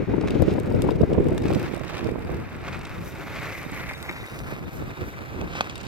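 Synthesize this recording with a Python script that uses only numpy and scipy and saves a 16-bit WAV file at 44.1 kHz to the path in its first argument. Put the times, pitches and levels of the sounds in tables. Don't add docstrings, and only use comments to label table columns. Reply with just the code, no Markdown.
import sys
import numpy as np
from scipy import signal
from scipy.fft import rfft, irfft, next_fast_len
from scipy.io import wavfile
from scipy.ndimage import uniform_filter1d, map_coordinates

SR = 44100
rng = np.random.default_rng(int(sys.argv[2]) if len(sys.argv) > 2 else 0)


def to_wav(s):
    ch = np.atleast_2d(s).T
    pcm = np.round(np.clip(ch, -1, 1) * 32767)
    wavfile.write(sys.argv[1], SR, pcm.astype(np.int16))


N = 259160

# time in seconds, bearing in degrees to the right, distance in metres.
SKATER_PATH = [(0, -9, 5.8), (1.3, 5.5, 6.9), (2.1, 20.5, 6.3), (2.8, 8, 4.3), (3.45, 7.5, 3.2),
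               (3.85, 17, 5.2), (4.02, 31, 4.1), (4.3, 48.5, 4.4), (4.6, 62, 4.8), (5.25, 81, 5.1),
               (5.55, 63, 3.9), (5.88, 67, 7.1)]
# Hz, relative density in dB.
ROAR_SPECTRUM = [(100, -39), (300, -1.5), (550, 2), (900, -0.5), (1350, 2), (1800, -1.5), (2500, -1.5),
                 (3100, -14), (4200, -17), (9000, -31.5)]
# nominal Hz, relative level in dB, t60 in seconds.
CASE_MODES = [(2720, -3.5, .012), (3750, -9, .026), (4740, -8, .014), (5270, -9, .012), (7610, -8, .012),
              (8500, -5, .008), (8850, -4, .009), (11900, -9, .004), (12750, -4, .006)]


def wheels():
    # time in seconds, level in dB.
    hiss_level = [(0, -70), (1.3, -68.5), (1.55, -55), (1.8, -68), (2.86, -65), (3.0, -57.5), (3.6, -55),
                  (4.3, -55.5), (4.65, -61.5), (5.3, -61.5), (5.88, -67)]
    # centre in seconds, level in dB.
    hiss_swells = [(2.68, -69), (3.08, -49), (3.57, -49.5), (3.77, -53), (4.39, -53.5), (4.5, -55),
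                   (4.76, -52.5), (5.08, -56.5)]
    # time in seconds, level in dB before the distance loss.
    ring_level = [(0, -48), (1.35, -54), (1.5, -48), (2.05, -54), (2.2, -50.5), (3.15, -54.5),
                  (3.35, -44.5), (3.58, -39.5), (3.66, -48.5), (3.75, -38.5), (3.92, -40.5), (4.0, -50.5),
                  (4.22, -44.5), (4.3, -55.5), (4.58, -57), (4.66, -61), (5.88, -56)]
    # centre in seconds, level in dB before the distance loss.
    stone_jolts = [(3.449, -35), (3.557, -38), (3.595, -37), (3.743, -46), (3.898, -30.5), (3.94, -37),
                   (4.097, -29), (4.165, -37), (4.245, -41.5), (4.335, -46), (4.525, -45), (4.915, -45),
                   (5.03, -54), (5.14, -41)]
    # Hz, relative density in dB.
    ring_spectrum = [(900, -26), (1450, -11), (1780, -3.5), (2100, 3), (2300, 1), (2480, -6), (2700, -17),
                     (3400, -28), (6000, -42)]
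    scrape_spectrum = [(800, -49), (2400, 5), (3200, 2), (3900, -0.5), (5000, -4.5), (6500, -9),
                       (8500, -17), (10500, -44), (15000, -47)]
    hiss_spectrum = [(3000, -16), (6000, -3.5), (8000, -9.5), (10000, -10), (12600, -2), (14500, -11),
                     (16000, -15)]
    roar_db, scrape_db = -42.5, -57.5
    loss_db_per_doubling = 5
    roar_from_load, roar_from_slide = 0.34, 0.26
    slip_spread_db, slip_rate_hz = 3, 86
    jolt_width_s, swell_width_s = 0.0069, 0.046

    load, slide = effort()
    slide = slide * amp(slip_spread_db * wobble(slip_rate_hz) - 2.0)
    uneven_db = 1.9 * wobble(80) + .9 * wobble(14)

    drive = np.hypot(roar_from_load * load, roar_from_slide * slide)
    roar_grit = grit(ROAR_SPECTRUM, rate_hz=700, size_db=4, smooth=0.89, scattered_db=-1.5)
    roar = amp(roar_db) * np.hypot(1, drive) * roar_grit

    scrape_grit = grit(scrape_spectrum, rate_hz=1400, size_db=3.5, smooth=0.8, scattered_db=-1.5)
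    scrape = amp(scrape_db) * np.hypot(1, slide) * scrape_grit

    ring_db, = curves(ring_level)
    jolts = sum(amp(db) * bump(s, jolt_width_s) for s, db in stone_jolts)
    ring_grit = grit(ring_spectrum, rate_hz=970, size_db=0.0, smooth=0.68, scattered_db=4.5)
    ring = np.hypot(amp(ring_db), jolts) * ring_grit * tilt(1.7)

    hiss_db, = curves(hiss_level)
    swells = sum(amp(db) * bump(s, swell_width_s) for s, db in hiss_swells)
    hiss_grit = grit(hiss_spectrum, rate_hz=2600, size_db=4.5, smooth=1.1, scattered_db=-2)
    hiss = np.hypot(amp(hiss_db), swells) * hiss_grit

    rolling = amp(uneven_db) * (roar + scrape) + amp(0.3 * uneven_db) * ring
    return amp(-loss_db_per_doubling * doublings()) * rolling + amp(0.52 * uneven_db) * hiss


def effort():
    # start in seconds, length in seconds, load on the wheels in dB,
    # sideways scrape in dB, both as pushed before slip and sharing and relative to free gliding.
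    strokes = [(0.224, 0.305, 4, 11), (0.83, 0.13, -10, 4.5), (1.368, 0.29, 14, 13),
               (1.648, 0.25, 10.5, 7.5), (1.87, 0.2, 13, 10), (2.61, 0.15, 10.5, 2), (3.185, 0.43, 7, 7),
               (3.618, 0.29, 11, 7), (4.048, 0.17, 4, 4), (4.447, 0.092, 13.5, -6), (4.85, 0.17, 6, -10),
               (5.482, 0.12, -3, 12), (5.595, 0.096, -3, 11), (5.684, 0.2, -1, 13)]
    build_share, release_s = 0.36, 0.041
    t = np.arange(N) / SR
    load, slide = np.zeros((2, N))
    for s, length_s, load_db, slide_db in strokes:
        build = np.clip((t - s) / (build_share * length_s), 0, 1)
        release = np.clip(1 - (t - s - length_s) / release_s, 0, 1)
        load += amp(load_db) * build * release
        slide += amp(slide_db) * build * release
    return load, slide


def grit(spectrum, rate_hz, size_db, smooth, scattered_db):
    stance_m = 0.28
    shape = (4, N)
    sizes = amp(np.clip(size_db * rng.standard_normal(shape), -12, 12))
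    hits = (rng.random(shape) < rate_hz / SR) * rng.standard_normal(shape) * sizes
    paths = coloured(unit(hits) + smooth * rng.standard_normal(shape), spectrum)
    direct = (at_ports(paths[0], -stance_m) + at_ports(paths[1], stance_m)) / np.sqrt(2)
    _, distance_m = curves(SKATER_PATH)
    scattered = amp(scattered_db) * np.minimum(distance_m / 6.63, 1) ** 1.9
    return (direct + scattered * paths[2:]) / np.sqrt(1 + scattered ** 2)


def chatter():
    # time in seconds (each starts 2 ms earlier), level in dB before the tap gain.
    clear_taps = [(3.951, -38), (3.961, -41), (4.028, -42), (4.049, -43), (4.078, -50), (4.096, -35),
                  (4.129, -41), (4.164, -49), (4.182, -44), (4.212, -41), (4.223, -45), (4.274, -40),
                  (4.556, -47), (4.662, -47), (4.817, -50), (4.829, -52), (4.897, -44), (4.967, -47),
                  (5.052, -50), (5.123, -48)]
    mode_hz, t60_s, taps_per_s = 3720, .022, 70
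    flutter_db, loss_db_per_doubling = -64, 12
    tap_gain_db, offset_m = 4.5, .01
    t = np.arange(SR // 10) / SR
    ring = amp(-60 * t / t60_s) * np.sin(2 * np.pi * mode_hz * t) * (1 - np.exp(-t / 0.00066))
    taps = (rng.random(N) < taps_per_s / SR) * rng.standard_normal((2, N))
    flutter = unit(signal.oaconvolve(taps, [ring], axes=1)[:, :N])
    flutter = amp(flutter_db - loss_db_per_doubling * doublings()) * flutter
    clear = np.zeros(N)
    for s, db in clear_taps:
        add(clear, s - .002, amp(db + tap_gain_db) * ring)
    return flutter + at_ports(clear, offset_m)


def knocks():
    # start in seconds, level in dB before the overall gain,
    # weight of the dull modes in dB (half of it is applied).
    hard_knocks = [(1.379, -45, 6), (1.528, -29, 2), (2.681, -28, 14), (2.855, -42, -20),
                   (4.094, -29.5, 14), (5.413, -25.5, 5), (5.553, -30, 14), (5.608, -10.5, 9.5),
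                   (5.697, -22.5, -20), (5.812, -30, -21)]
    # nominal Hz, relative level in dB, t60 in seconds.
    ground_modes = [(236, -19, 0.054), (394, -27, .035), (563, 2, 0.0055), (840, 6.5, 0.0056),
                    (1225, 3.5, 0.01), (1530, -5, 0.011), (2550, -0.5, 0.015), (3400, -3.5, 0.01),
                    (4540, -10.5, 0.013), (5350, -14.5, 0.014), (6360, -10, 0.016), (10300, -20, 0.005)]
    gain_db, dull_below_hz = -4.5, 2000
    track = np.zeros(N)
    for s, db, dull_db in hard_knocks:
        clack = strike(ground_modes, split_hz=dull_below_hz, low_db=dull_db / 2,
                       crack_db=-10.0, crack_t60_s=0.029, scatter_db=2.5)
        add(track, s, amp(db + gain_db) * clack)
    return track


def crunches():
    # centre in seconds, bright level in dB, dull part relative to it in dB.
    short_bursts = [(0.213, -40.5, 5), (0.276, -43, 7), (0.285, -39, 8.5), (0.309, -50, -9),
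                    (1.134, -42, -9), (1.38, -43.5, 13), (1.44, -46, 10), (1.484, -35.5, -9),
                    (1.514, -42, 3), (1.549, -34.5, -2), (1.596, -57, 0), (1.882, -40.5, -3),
                    (1.953, -40, 6), (1.97, -38.5, 4), (1.982, -40, 3), (1.993, -40, 6.5), (2.669, -49, 15),
                    (2.686, -46, 12.5), (2.73, -43, -5), (2.815, -42.5, -18), (2.855, -40, -15),
                    (3.892, -38, 4), (4.391, -41, -14), (5.571, -48, 3), (5.589, -48, 13), (5.615, -43, 8),
                    (5.645, -45, 8), (5.664, -51, 13), (5.673, -48, 17), (5.869, -40.5, -6)]
    # Hz, relative density in dB.
    bright_spectrum = [(1200, -28), (2500, 6), (5000, -2.5), (8500, -10), (15000, -45)]
    width_s = 0.003
    bright = sum(amp(db) * bump(s, width_s) for s, db, _ in short_bursts)
    dull = sum(amp(db + dull_db) * bump(s, width_s) for s, db, dull_db in short_bursts)
    bright_noise = coloured(rng.standard_normal(N), bright_spectrum)
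    dull_noise = coloured(rng.standard_normal(N), ROAR_SPECTRUM)
    return bright * bright_noise + dull * dull_noise


def boards(x):
    # Hz, t60 in seconds.
    decay_times = [(200, 0.22), (800, 0.11), (2000, 0.075), (12000, 0.068)]
    hz, t, z = signal.stft(rng.standard_normal((2, SR // 2)), SR, nperseg=256)
    decay = amp(-60 * t / along(decay_times, hz)[:, None])
    tail = signal.istft(z * decay, SR, nperseg=256)[1]
    return signal.fftconvolve(x[None], tail / np.linalg.norm(tail[0]), axes=1)[:, :N]


def wind():
    # time in seconds, strength in dB before the trim and lulls, left minus right in dB.
    strength = [(0, -28.5, 4), (0.2, -25.5, 2.5), (0.65, -26, 3), (1.17, -23, 0.5), (1.62, -25, 0),
                (1.66, -33, -6.5), (1.88, -42.5, -14.5), (2.0, -36, -7), (2.08, -30, -4.5),
                (2.22, -34.5, -2.5), (2.35, -31, 0), (2.43, -36, 1.5), (2.55, -37, 0.5), (3.4, -39, 0),
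                (4.1, -40.5, -3.5), (4.42, -37, 1), (4.6, -38, -3.5), (4.66, -34.5, 2), (4.72, -34, -1),
                (4.79, -35, 0), (4.92, -39, -2), (5.01, -35, -3), (5.13, -40, 0), (5.22, -36.5, -4),
                (5.3, -39, -3), (5.42, -32, -3), (5.5, -39, -1.5), (5.88, -41, -8.5)]
    # centre in seconds, depth in dB.
    brief_lulls = [(0.058, 16.5), (0.314, 2.5), (0.631, 3.5), (0.785, 2), (0.94, 2.5), (0.985, 3.5),
                   (1.069, 8), (1.228, 1.5), (2.5, 6), (2.889, 10), (4.289, 39), (4.71, 17), (4.958, 25),
                   (5.27, 6)]
    # centre in seconds, level in dB before the core and swell gains,
    # port (0 left, 1 right), pitch in Hz, tear in dB.
    port_eddies = [(0.14, -11.5, 0, 400, -27), (0.182, -4.5, 0, 298, -38), (0.239, -5, 0, 380, -20),
                   (0.358, -6, 0, 298, -32), (0.403, -3, 0, 324, -27.5), (0.423, 0.5, 0, 416, -33),
                   (0.483, -0.5, 1, 342, -36), (0.501, -15, 0, 400, -35), (0.52, -7.5, 1, 270, -37),
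                   (0.555, -12.5, 0, 410, -33), (0.585, -6.5, 0, 347, -25.5), (0.715, -8, 0, 290, -26.5),
                   (0.746, -5.5, 1, 300, -34), (0.842, -14, 1, 250, -34), (0.849, -6, 0, 290, -28),
                   (0.868, -7, 0, 270, -33), (0.892, -4, 0, 338, -24.5), (0.914, -7, 0, 357, -41),
                   (1.012, -2.5, 1, 252, -50), (1.012, -8, 0, 356, -52), (1.035, 0, 0, 380, -39),
                   (1.118, -6, 1, 364, -32), (1.129, -5, 0, 343, -38), (1.15, -11, 0, 320, -37),
                   (1.15, -13, 1, 384, -27.5), (1.183, -13, 0, 370, -30.5), (1.183, -3.5, 1, 340, -26),
                   (1.205, -3.5, 1, 320, -26), (1.273, -15, 0, 330, -41), (1.289, -13, 1, 310, -38),
                   (1.318, -9, 0, 340, -47), (1.326, -12, 1, 330, -48), (1.456, -5.5, 0, 320, -28),
                   (1.505, -6, 1, 430, -27), (1.52, -6.5, 0, 290, -37), (1.567, -6.5, 1, 380, -37),
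                   (1.619, -16, 0, 300, -44), (1.715, -20.5, 1, 370, -38), (1.739, -14, 1, 423, -30),
                   (1.773, -15.0, 1, 490, -28), (1.812, -15, 1, 428, -29), (1.844, -15.5, 1, 580, -35),
                   (1.907, -31, 1, 690, -31), (1.931, -22, 1, 530, -34), (1.996, -20.0, 1, 470, -34),
                   (2.03, -13, 1, 250, -29), (2.057, -11, 1, 350, -34), (2.09, -9, 0, 410, -38),
                   (2.092, -13, 1, 302, -39), (2.12, -11.5, 1, 310, -39), (2.158, -13, 1, 320, -35),
                   (2.185, -21, 1, 370, -37), (2.295, -16.5, 1, 520, -37), (2.331, -19, 1, 260, -48),
                   (2.346, -14.5, 0, 290, -40), (4.525, -18, 1, 328, -38), (4.824, -18, 1, 388, -38),
                   (5.021, -16, 1, 268, -50), (5.353, -27, 1, 357, -50), (5.423, -13.5, 1, 440, -32),
                   (5.443, -18, 0, 240, -45)]
    # Hz, relative density in dB.
    gust_spectrum = [(20, -18), (45, -3.5), (80, 0.5), (130, 1.5), (220, -1.5), (350, 0), (480, -4.5),
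                     (700, -18.5), (1000, -31.5), (1600, -36.5), (3000, -44.5), (8000, -77)]
    breeze_spectrum = [(20, -19), (45, -3), (80, 0.5), (130, 1), (220, -5.5), (350, -6.5), (500, -15.5),
                       (800, -19), (1500, -23.5), (5000, -58.5)]
    tear_spectrum = [(250, -16), (600, 5.5), (900, 4), (1300, -9.5), (2500, -16), (6000, -62)]
    trim_db, lull_width_s = 2.27, 0.015
    tear_db, tear_power = -4, 1.88
    core_db = -3.5
    swell_db, swell_width_s, swell_lag_s = -14, 0.0087, 0.002
    tear_width_s = 0.0044

    level_db, pan_db = curves(strength)
    level_db = level_db + trim_db - sum(depth_db * bump(s, lull_width_s) for s, depth_db in brief_lulls)
    power = amp(level_db + np.array([pan_db, -pan_db]) / 2) ** 2
    tearing = amp(tear_db) * np.sqrt(power) ** tear_power
    thumps = np.zeros((2, N))
    t = np.arange(-SR // 100, SR // 100) / SR
    for s, db, port, pitch_hz, eddy_tear_db in port_eddies:
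        side = int(round(port)) % 2
        u = np.pi * pitch_hz * t
        power[side] += (amp(db + swell_db) * bump(s + swell_lag_s, swell_width_s)) ** 2
        tearing[side] += amp(eddy_tear_db) * bump(s, tear_width_s)
        core = (1 - 2 * u ** 2) * np.exp(-u ** 2)
        add(thumps[side], s - len(u) / SR / 2, amp(db + core_db) * core)

    force = np.clip((10 * np.log10(power) + 34.87) / 11, 0, 1)
    gust = coloured(turbulence(), gust_spectrum)
    breeze = coloured(turbulence(), breeze_spectrum)
    air = np.sqrt(force) * gust + np.sqrt(1 - force) * breeze
    buffeting = air * np.sqrt(power) * amp(wobble(15))
    ports = buffeting + tearing * coloured(turbulence(), tear_spectrum) + thumps
    return ports / (1 + (ports / .75) ** 4) ** (1 / 4)


def turbulence():
    flutter_db = [1.94 * wobble(55) + 2.6 * wobble(170) for _ in range(2)]
    return rng.standard_normal((2, N)) * amp(flutter_db)


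def ticks():
    # start in seconds, level in dB before the overall gain, weight of the low modes in dB.
    clear_ticks = [(0.3063, -33.5, 7), (0.421, -31.5, 0), (0.599, -34.5, -4), (0.7492, -44, 11),
                   (0.82, -24, -7), (0.907, -41, 14), (1.0164, -39, 7), (1.285, -37, -14),
                   (1.3788, -27, -17), (1.535, -33, 2), (1.5506, -33, -5), (1.5963, -35, -4),
                   (1.629, -34, 0), (1.7465, -37, -4), (1.7953, -40, -4), (1.848, -47, 4), (1.98, -42, 13),
                   (2.044, -40, 10), (2.071, -40, 6), (2.344, -41.5, 7.5), (3.745, -36, -18),
                   (4.0272, -31, -5), (4.39, -35.5, 5), (5.756, -32, 8), (5.779, -36, 0)]
    gain_db = -5.5
    track = np.zeros((2, N))
    for s, db, low_db in clear_ticks:
        for port in track:
            tick = strike(CASE_MODES, split_hz=6500, low_db=low_db, crack_db=5, crack_t60_s=0.02, scatter_db=3)
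            add(port, s, amp(db + gain_db) * tick)
    return track


def patter():
    # time in seconds, level in dB before the trim.
    patter_level = [(0.1, -74), (0.5, -53.5), (1.15, -60), (1.6, -50.5), (2.05, -63), (2.3, -57.5),
                    (2.55, -64), (2.8, -53.5), (3.1, -62), (3.7, -51), (4.4, -58), (5.05, -67), (5.5, -69),
                    (5.8, -55)]
    spread_db, touches_per_s, trim_db = 17, 85, -4.5
    level_db, = curves(patter_level)
    track = np.zeros((2, N))
    for k, (delay, size) in enumerate(rng.random((int(touches_per_s * N / SR), 2))):
        for port in track:
            touch = strike(CASE_MODES, split_hz=10000, low_db=3, crack_db=-2, crack_t60_s=0.028, scatter_db=4)
            add(port, (k + 2 * delay) / touches_per_s, amp(spread_db * size ** 2) * touch)
    return amp(level_db + trim_db) * unit(track)


def park():
    # Hz, relative density in dB.
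    rush_spectrum = [(30, -10), (120, 7.5), (300, 8.5), (700, 6.5), (1200, -2.5), (2000, -30), (3500, -20),
                     (8000, -46), (16000, -51)]
    noise = rng.standard_normal(N) + 0.23 * rng.standard_normal((2, N))
    return amp(-53.5) * coloured(noise, rush_spectrum)


def at_ports(x, offset_m):
    port_gap_m, sound_speed_m_s = .089, 343
    bearing_deg, distance_m = curves(SKATER_PATH)
    angle_rad = np.radians(bearing_deg) + offset_m / distance_m
    lag_samples = port_gap_m / sound_speed_m_s * SR * np.sin(angle_rad)
    fine = signal.resample_poly(x, 4, 1)
    return np.array([np.interp(4 * np.arange(N) + 2 * side * lag_samples, np.arange(4 * N), fine)
                     for side in (-1, 1)])


def doublings():
    reference_m = 4.03
    _, distance_m = curves(SKATER_PATH)
    return np.log2(distance_m / reference_m)


def strike(modes, split_hz, low_db, crack_db, crack_t60_s, scatter_db):
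    t = np.arange(SR // 22) / SR
    hz, db, t60_s = np.transpose(modes)[:, :, None]
    db = db + low_db * (hz < split_hz) + scatter_db * rng.standard_normal(hz.shape)
    hz = hz * (1 + .012 * rng.standard_normal(hz.shape))
    signs = (-1) ** np.arange(len(modes))[:, None]
    ring = np.sum(signs * amp(db - 60 * t / t60_s) * np.sin(2 * np.pi * hz * t), axis=0)
    crack = uniform_filter1d(rng.standard_normal(len(t)), size=3)
    onset = 1 - np.exp(-t / 0.000067)
    return (ring + amp(crack_db - 60 * t / crack_t60_s) * crack) * onset


def amp(db):
    return 10 ** (np.asarray(db) / 20)


def tilt(left_db):
    return amp(np.array([[left_db], [-left_db]]) / 2)


def unit(x):
    return x / np.sqrt(np.mean(x ** 2) + 1e-20)


def along(points, hz):
    f, v = np.transpose(points)
    return np.interp(np.log(hz + 1), np.log(f + 1), v)


def curves(rows):
    s, *cols = np.transpose(rows)
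    return [np.interp(np.arange(N) / SR, s, c) for c in cols]


def wobble(rate_hz):
    knots = rng.standard_normal(int(N * rate_hz / SR) + 4)
    return map_coordinates(knots, [np.arange(N) * rate_hz / SR])


def bump(s, width_s):
    u = (np.arange(N) / SR - s) / width_s
    return np.exp(-u * u, out=np.zeros(N), where=np.abs(u) < 5)


def filtered(x, response):
    m = next_fast_len(N + SR // 2)
    return irfft(rfft(x, m) * response(np.fft.rfftfreq(m, 1 / SR)), m)[..., :N]


def coloured(x, spectrum):
    return unit(filtered(x, lambda hz: amp(along(spectrum, hz))))


def add(track, s, sound):
    room = track[..., max(0, round(s * SR)):][..., :sound.shape[-1]]
    room += sound[..., :room.shape[-1]]


def scene():
    blows = knocks() + crunches()
    answer = amp(-16.5) * boards(blows)
    case = (ticks() + patter()) * tilt(5)
    skater = wheels() + chatter() + at_ports(blows, 0)
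    return skater + answer + case + wind() + park()


def record(dry):
    # centre in Hz, width in Hz, level in dB.
    port_resonances = [(3720, 130, -14), (5450, 200, -20.5), (7670, 80, -15)]
    top_hz = 15900

    def response(f):
        resonances = sum(amp(db) * 1j * f * width_hz / (hz ** 2 - f ** 2 + 1j * f * width_hz)
                         for hz, width_hz, db in port_resonances)
        return (1 + resonances) * (f < top_hz)

    return filtered(dry, response)


dry = scene()
out = record(dry)
to_wav(out)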